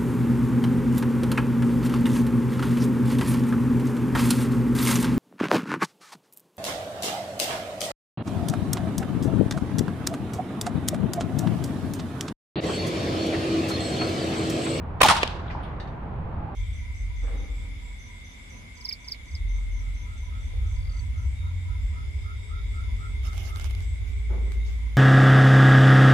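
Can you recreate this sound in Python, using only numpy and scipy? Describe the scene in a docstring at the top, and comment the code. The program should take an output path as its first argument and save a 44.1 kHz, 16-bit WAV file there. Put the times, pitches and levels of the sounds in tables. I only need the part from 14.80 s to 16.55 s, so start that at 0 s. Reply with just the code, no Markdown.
"""A brief hiss breaks into a sharp pop: a handheld confetti cannon fires in a gravel yard.
The seal tears, the air column rings, and gas and paper rush out with a falling whistle.
A ribbed steel container reflects the bang as slaps and falling chirps. A knock follows, and the bang
dies away with a few far echoes, two faint clacks and a faint distant hum near the end.
Light wind rumbles throughout."""
import sys
import numpy as np
from scipy import signal
from scipy.fft import rfft, irfft
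from scipy.io import wavfile
from scipy.ndimage import uniform_filter1d

SR = 44100
rng = np.random.default_rng(int(sys.argv[2]) if len(sys.argv) > 2 else 0)


def materialize(psi):
    """Save the field psi as 16-bit PCM at rate SR to the path in sys.argv[1].

    A 1-D psi becomes a single channel; in a 2-D psi each row is a channel.
    """
    bounded = np.clip(np.atleast_2d(psi).T, -1, 1)
    quanta = np.round(bounded * 32767).astype(np.int16)
    wavfile.write(sys.argv[1], SR, quanta)


N = 77175
T = np.arange(N) / SR
HZ = np.maximum(np.fft.rfftfreq(N, 1 / SR), 1)
AIR_CUT_HZ = 9500


# Each row: start in seconds, level in dB, hold and t60 in seconds, bass and treble cuts in Hz, pan in dB.
SEAL_BLASTS = [(0.2114, -17, 0.0036, .014, 250, 3000, -3), (0.2156, -9, 0.0042, .009, 300, 14000, -2),
               (0.2318, -9, 0.002, .016, 720, 15000, 4)]
# Each row: frequency in Hz, relative level in dB.
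BLAST_SPECTRUM = [(100, -14.5), (300, -13), (550, -8), (800, -4), (1100, 2.5), (1550, -3.5), (2400, -2),
                  (3400, -5), (5000, -11.5), (7200, -19), (9200, -9.5), (11500, -23.5), (15000, -16.5)]
# Each row: frequency in Hz, level in dB, rise, hold and t60 in seconds, pan in dB.
TUBE_MODES = [(547, -11, 0.0033, .002, 0.008, 5), (1053, -10.5, 0.00088, 0.0062, .012, -7)]

def pop(ring_start_s=.2114, lag_s=.00012):
    """Impulsive excitation: the seal yields in turbulent blasts; the first sets the air column ringing."""
    out = 0
    for s, db, hold, t60, low_hz, cut_hz, pan_db in SEAL_BLASTS:
        spectrum = dulled(BLAST_SPECTRUM, cut_hz) / np.sqrt(1 + (low_hz / HZ) ** 6)
        puff = evened(noise(spectrum, .69, lag_s), .0036)
        out += panned(db, pan_db) * puff * envelope(s, .00012, hold, t60)
    age = T - ring_start_s - np.array([[lag_s], [0]])
    for hz, db, rise, hold, t60, pan_db in TUBE_MODES:
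        out += panned(db, pan_db) * envelope(ring_start_s, rise, hold, t60) * np.sin(2 * np.pi * hz * age)
    return out


# Each row: time in seconds, level in dB.
JET_LEVEL = [(0.215, -26.5), (0.229, -25), (0.236, -17.5), (0.243, -20.5), (0.252, -23.5), (0.265, -18.5),
             (0.275, -22), (0.285, -33.5), (0.34, -63.5)]
# Each row: frequency in Hz, relative level in dB.
JET_SPECTRUM = [(100, -10), (300, 4), (480, -7.5), (900, 3), (2000, -5), (3500, -6.5), (5200, -12),
                (9000, -17), (11500, -25.5), (15000, -27.5)]
# Each row: time in seconds, pitch in Hz, level in dB.
WHISTLE_GLIDE = [(0.231, 1125, -51.5), (0.236, 1039, -21), (0.246, 910, -15.5), (0.256, 831, -12.5),
                 (0.262, 772, -17.5), (0.272, 690, -32.5)]

def rush():
    """Jet noise: the seal leaks, then gas and paper stream out as the emptying tube's whistle sinks."""
    jet_db, = in_time(JET_LEVEL)
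    jet = noise(from_db(over_hz(JET_SPECTRUM)), .55) * flutter(depth_db=4, rate_hz=2100)
    jet *= panned(jet_db, .5) * during(JET_LEVEL)
    leak = noise(dulled(JET_SPECTRUM, cut_hz=5000), .7)
    leak *= panned(-25.5, -9.5) * envelope(.2028, .004, .008, .04)
    hz, whistle_db = in_time(WHISTLE_GLIDE)
    whistle = wavering_tone(hz, rough=.39, width_hz=120)
    whistle += from_db(-13) * wavering_tone(4 * hz, rough=.4, width_hz=120)
    return leak + jet + whistle * from_db(whistle_db) * during(WHISTLE_GLIDE)


def off_ground(x, delay_s=.001609):
    """Interference: the direct sound adds to its weaker, delayed reflection from the gravel."""
    return x + from_db(-13.5) * np.array([np.interp(T - delay_s, T, side) for side in x])


# Each row: start in seconds, level in dB, hold and t60 in seconds, treble cut in Hz.
WALL_SLAPS = [(0.2760, -20.5, .0022, .012, 7000), (0.2838, -11.5, .0035, .026, 10000),
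              (0.2910, -17, .003, .03, 13000), (0.2975, -14, .002, .04, 12000),
              (0.307, -18, .009, .065, 10000), (0.348, -29, .006, .08, 8000), (0.364, -26, .006, .08, 8000)]
# Each row: frequency in Hz, relative level in dB.
WALL_SPECTRUM = [(100, -10.5), (170, 4.5), (220, -11.5), (480, -7.5), (900, 3), (1500, 0), (2000, -6.5),
                 (3000, -5), (5000, -8.5), (7200, -16.5), (9500, -11.5), (15000, -39.5)]

def wall_slaps():
    """Reflection: the steel wall returns the bang as short bursts of noise."""
    out = 0
    for s, db, hold, t60, cut_hz in WALL_SLAPS:
        slap = evened(noise(dulled(WALL_SPECTRUM, cut_hz), .5), .022)
        out += from_db(db) * envelope(s, .0006, hold, t60) * slap
    return out * flutter(depth_db=-.5, rate_hz=4500)


# Each row: start in seconds, level in dB, first and final pitch in Hz, glide and t60 in seconds.
RIB_GLIDES = [(0.286, -15.5, 1800, 880, 0.015, 0.21), (0.354, -27.5, 1774, 835, .014, 0.14)]

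def rib_chirps():
    """Periodic scattering: echoes from rib after rib arrive ever further apart, so the pitch falls."""
    out = 0
    for s, db, start_hz, end_hz, glide, t60 in RIB_GLIDES:
        hz = end_hz + (start_hz - end_hz) * np.exp(-np.maximum(T - s, 0) / glide)
        chirp = wavering_tone(hz, rough=.65, width_hz=170)
        chirp += from_db(-10.5) * wavering_tone(2 * hz, rough=1.2, width_hz=250)
        out += from_db(db) * envelope(s, .0078, 0, t60) * chirp
    return out


# Each row: start in seconds, relative level in dB, t60 in seconds, ring frequency in Hz, pan in dB.
CONTACTS = [(0.4318, -7.5, .004, 2500, 1), (0.4328, -11.5, .011, 540, 0), (0.4330, -13.5, .007, 1000, 0),
            (0.4362, -13, .005, 2300, 1), (0.4765, -19, .003, 3300, 1)]

def knocks(lag_s=-.00022):
    """Damped vibration: each contact, perhaps the cap landing, rings briefly with a snap of grit."""
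    out = 0
    for s, db, t60, hz, pan_db in CONTACTS:
        age = np.maximum(T - s - np.array([[lag_s], [0]]), 0)
        swell = 1 - np.exp(-2 * hz * age)
        ring = np.sin(2 * np.pi * hz * age) * swell * np.exp(-np.log(1000) * age / t60)
        grit = noise(softened(band(hz, q=1)), .13, lag_s) * envelope(s, .000073, 0, .015)
        out += panned(db, pan_db) * (2 * ring + from_db(-8) * grit)
    return out


# Each row: frequency in Hz, left-right coherence of the open air from 0 to 1.
COHERENCE = [(60, .97), (200, .92), (500, .55), (1000, .25), (2500, .05), (10000, .1)]
# Each row: band centre in Hz, level in dB, t60 in seconds.
TAIL_BANDS = [(191.7, -44.5, 1), (407, -39.5, 1), (875, -24, 0.74), (1570, -30, 0.69), (3100, -26.5, 0.64),
              (5500, -33, 0.36), (9050, -39, 0.41)]
# Each row: frequency in Hz, relative level in dB.
ROLL_SPECTRUM = [(200, -6.5), (800, 4.5), (1600, 1.5), (3400, -15), (5000, -30), (7000, -39.5),
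                 (15000, -65.5)]
# Far echoes, and a faint distant hum near the end.
# Each row: start in seconds, level in dB, rise and t60 in seconds, band centre in Hz, Q.
TAIL_SWELLS = [(0.395, -37, 0.035, 0.42, 2800, .9), (0.672, -49, .012, .07, 3450, 3),
               (0.695, -39.5, 0.012, .12, 2000, 1), (0.700, -56.5, 0.014, 0.35, 4500, 1.5),
               (0.748, -30, 0.003, 0.035, 837, 1.4), (0.762, -41, 0.004, 0.6, 810, 1.2),
               (0.825, -52, 0.012, 0.3, 3200, 1.6), (0.825, -69.5, 0.008, 0.21, 9700, 3),
               (1.57, -42, .06, .9, 820, 5)]

def yard(start_s=.284):
    """Reverberation: a diffuse tail loses treble first, amid a long roll, far echoes and a late hum."""
    alike = over_hz(COHERENCE)
    tail = swells = 0
    for hz, db, t60 in TAIL_BANDS:
        diffuse = noise(softened(band(hz, q=.83, order=4)), alike)
        tail += from_db(db) * envelope(start_s, .02, 0, t60) * diffuse
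    roll = from_db(-44) * envelope(start_s, .45, .052, 2.2) * noise(from_db(over_hz(ROLL_SPECTRUM)), alike)
    for s, db, rise, t60, hz, q in TAIL_SWELLS:
        swells += from_db(db) * envelope(s, rise, 0, t60) * noise(band(hz, q, order=4), alike)
    return (tail + roll) * flutter(depth_db=1.6, rate_hz=34) + swells


# Each row: start in seconds, level in dB.
TOUCHES = [(0.9998, -49.5), (1.073, -63)]
# Each row: frequency in Hz, relative level in dB, t60 in seconds.
CLACK_RESONANCES = [(1840, 5.5, 0.18), (2860, -5, 0.25), (3740, 1.5, 0.2), (4400, -3, 0.18),
                    (5160, -8, 0.11), (6100, -17, 0.32), (8300, -19, 0.19)]

def clacks():
    """Resonance: something light is touched twice and rings briefly in narrow treble bands."""
    out = 0
    for hz, mode_db, t60 in CLACK_RESONANCES:
        ring = evened(noise(band(hz, q=7.8), .079), .0063)
        for s, db in TOUCHES:
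            out += from_db(db + mode_db) * envelope(s, .0005, 0, t60) * ring
    return out


# Each row: frequency in Hz, relative level in dB.
WASH_SPECTRUM = [(120, -15), (200, -6.5), (300, -5.5), (380, -7), (550, -9), (860, -6), (1250, -12.5),
                 (1780, -21.5), (2420, -26), (3200, -35), (4200, -42.5), (5860, -58), (15000, -62)]
# Each row: frequency in Hz, relative level in dB.
WIND_SPECTRUM = [(15, -5), (30, -29), (42, 2.5), (58, -1.5), (80, 0.5), (115, -6), (160, -7.5),
                 (230, -15.5), (400, -44), (1500, -95)]
# Each row: time in seconds, level in dB.
GUSTS = [(0, -32.5), (0.42, -35.5), (0.65, -32), (0.9, -34), (1.25, -35), (1.46, -30), (1.75, -35)]

def wind():
    """Turbulence: low buffeting swells and eases over a steady distant wash."""
    alike = over_hz(COHERENCE)
    gust_db, = in_time(GUSTS)
    wash = noise(from_db(over_hz(WASH_SPECTRUM)) / np.sqrt(1 + (170 / HZ) ** 4), alike)
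    buffeting = evened(noise(from_db(over_hz(WIND_SPECTRUM)), alike), .33)
    return (from_db(gust_db) * buffeting + from_db(-41) * wash) * panned(0, -1.2)


def from_db(db):
    """Decibels to gain."""
    return 10 ** (np.asarray(db) / 20)


def panned(db, pan_db):
    """Stereo gains for a level and a pan, the left level minus the right."""
    return from_db(db + pan_db * np.array([[.5], [-.5]]))


def envelope(s, attack, hold, t60):
    """Linear rise from time s, hold, then exponential decay of 60 dB in t60 seconds."""
    decay = np.exp(-np.log(1000) * np.maximum(T - s - attack - hold, 0) / t60)
    return np.clip((T - s) / attack, 0, 1) * decay


def in_time(rows):
    """Each column of a curve, interpolated at every sample."""
    s, *columns = np.transpose(rows)
    return [np.interp(T, s, c) for c in columns]


def during(rows):
    """A gate open between a curve's first and last times."""
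    return (T > rows[0][0]) * (T < rows[-1][0])


def over_hz(points):
    """Interpolation on a log-frequency axis."""
    hz, value = np.transpose(points)
    return np.interp(np.log(HZ), np.log(hz), value)


def band(hz, q, order=2):
    """Band-pass gain around hz."""
    return (1 + (q * (HZ / hz - hz / HZ)) ** 2) ** (-order / 2)


def dulled(spectrum, cut_hz):
    """Gain of a spectrum table under a second-order low-pass."""
    return from_db(over_hz(spectrum)) / np.sqrt(1 + (HZ / cut_hz) ** 4)


def softened(gain):
    """A fourth-order low-pass on the highest treble."""
    return gain / np.sqrt(1 + (HZ / AIR_CUT_HZ) ** 8)


def noise(gain, coherence, lag_s=0):
    """Partly coherent stereo noise of rms 1; the shared part reaches the left lag_s later."""
    shared, left, right = rfft(rng.standard_normal((3, N)))
    common = np.sqrt(coherence) * np.array([shared * np.exp(-2j * np.pi * HZ * lag_s), shared])
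    separate = np.sqrt(1 - coherence) * np.array([left, right])
    x = irfft((common + separate) * gain, N)
    return x / np.sqrt(np.mean(x ** 2) + 1e-20)


def evened(x, span_s):
    """Division by the running rms gives even a short burst a definite strength."""
    power = uniform_filter1d(np.mean(x ** 2, axis=0), max(int(span_s * SR), 8))
    return x / np.sqrt(power + 1e-9)


def flutter(depth_db, rate_hz):
    """Random amplitude modulation: the level flickers."""
    return from_db(depth_db * noise(1 / (1 + (HZ / rate_hz) ** 2), .44))


def wavering_tone(hz, rough, width_hz):
    """Narrow-band modulation: a gliding tone wanders in strength and phase."""
    phase = 2 * np.pi * np.cumsum(hz) / SR
    slow = 1 / (1 + (HZ / width_hz) ** 2)
    in_phase = (1 + rough * noise(slow, .5)) * np.sin(phase)
    quadrature = rough * noise(slow, .5) * np.cos(phase)
    return (in_phase + quadrature) / np.sqrt(.5 + rough ** 2)


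def scene():
    """Superposition: the shot, its echoes, the contacts and the wind add in the open air."""
    return off_ground(pop() + rush()) + wall_slaps() + rib_chirps() + knocks() + clacks() + yard() + wind()


def record(dry, ceiling=3.7, stop_hz=16700):
    """Soft saturation rounds the peaks; a steep low-pass cuts the top."""
    low_pass = signal.cheby2(14, 70, stop_hz, fs=SR, output="sos")
    return signal.sosfilt(low_pass, ceiling * np.tanh(dry / ceiling))


dry = scene()
out = record(dry)
materialize(out)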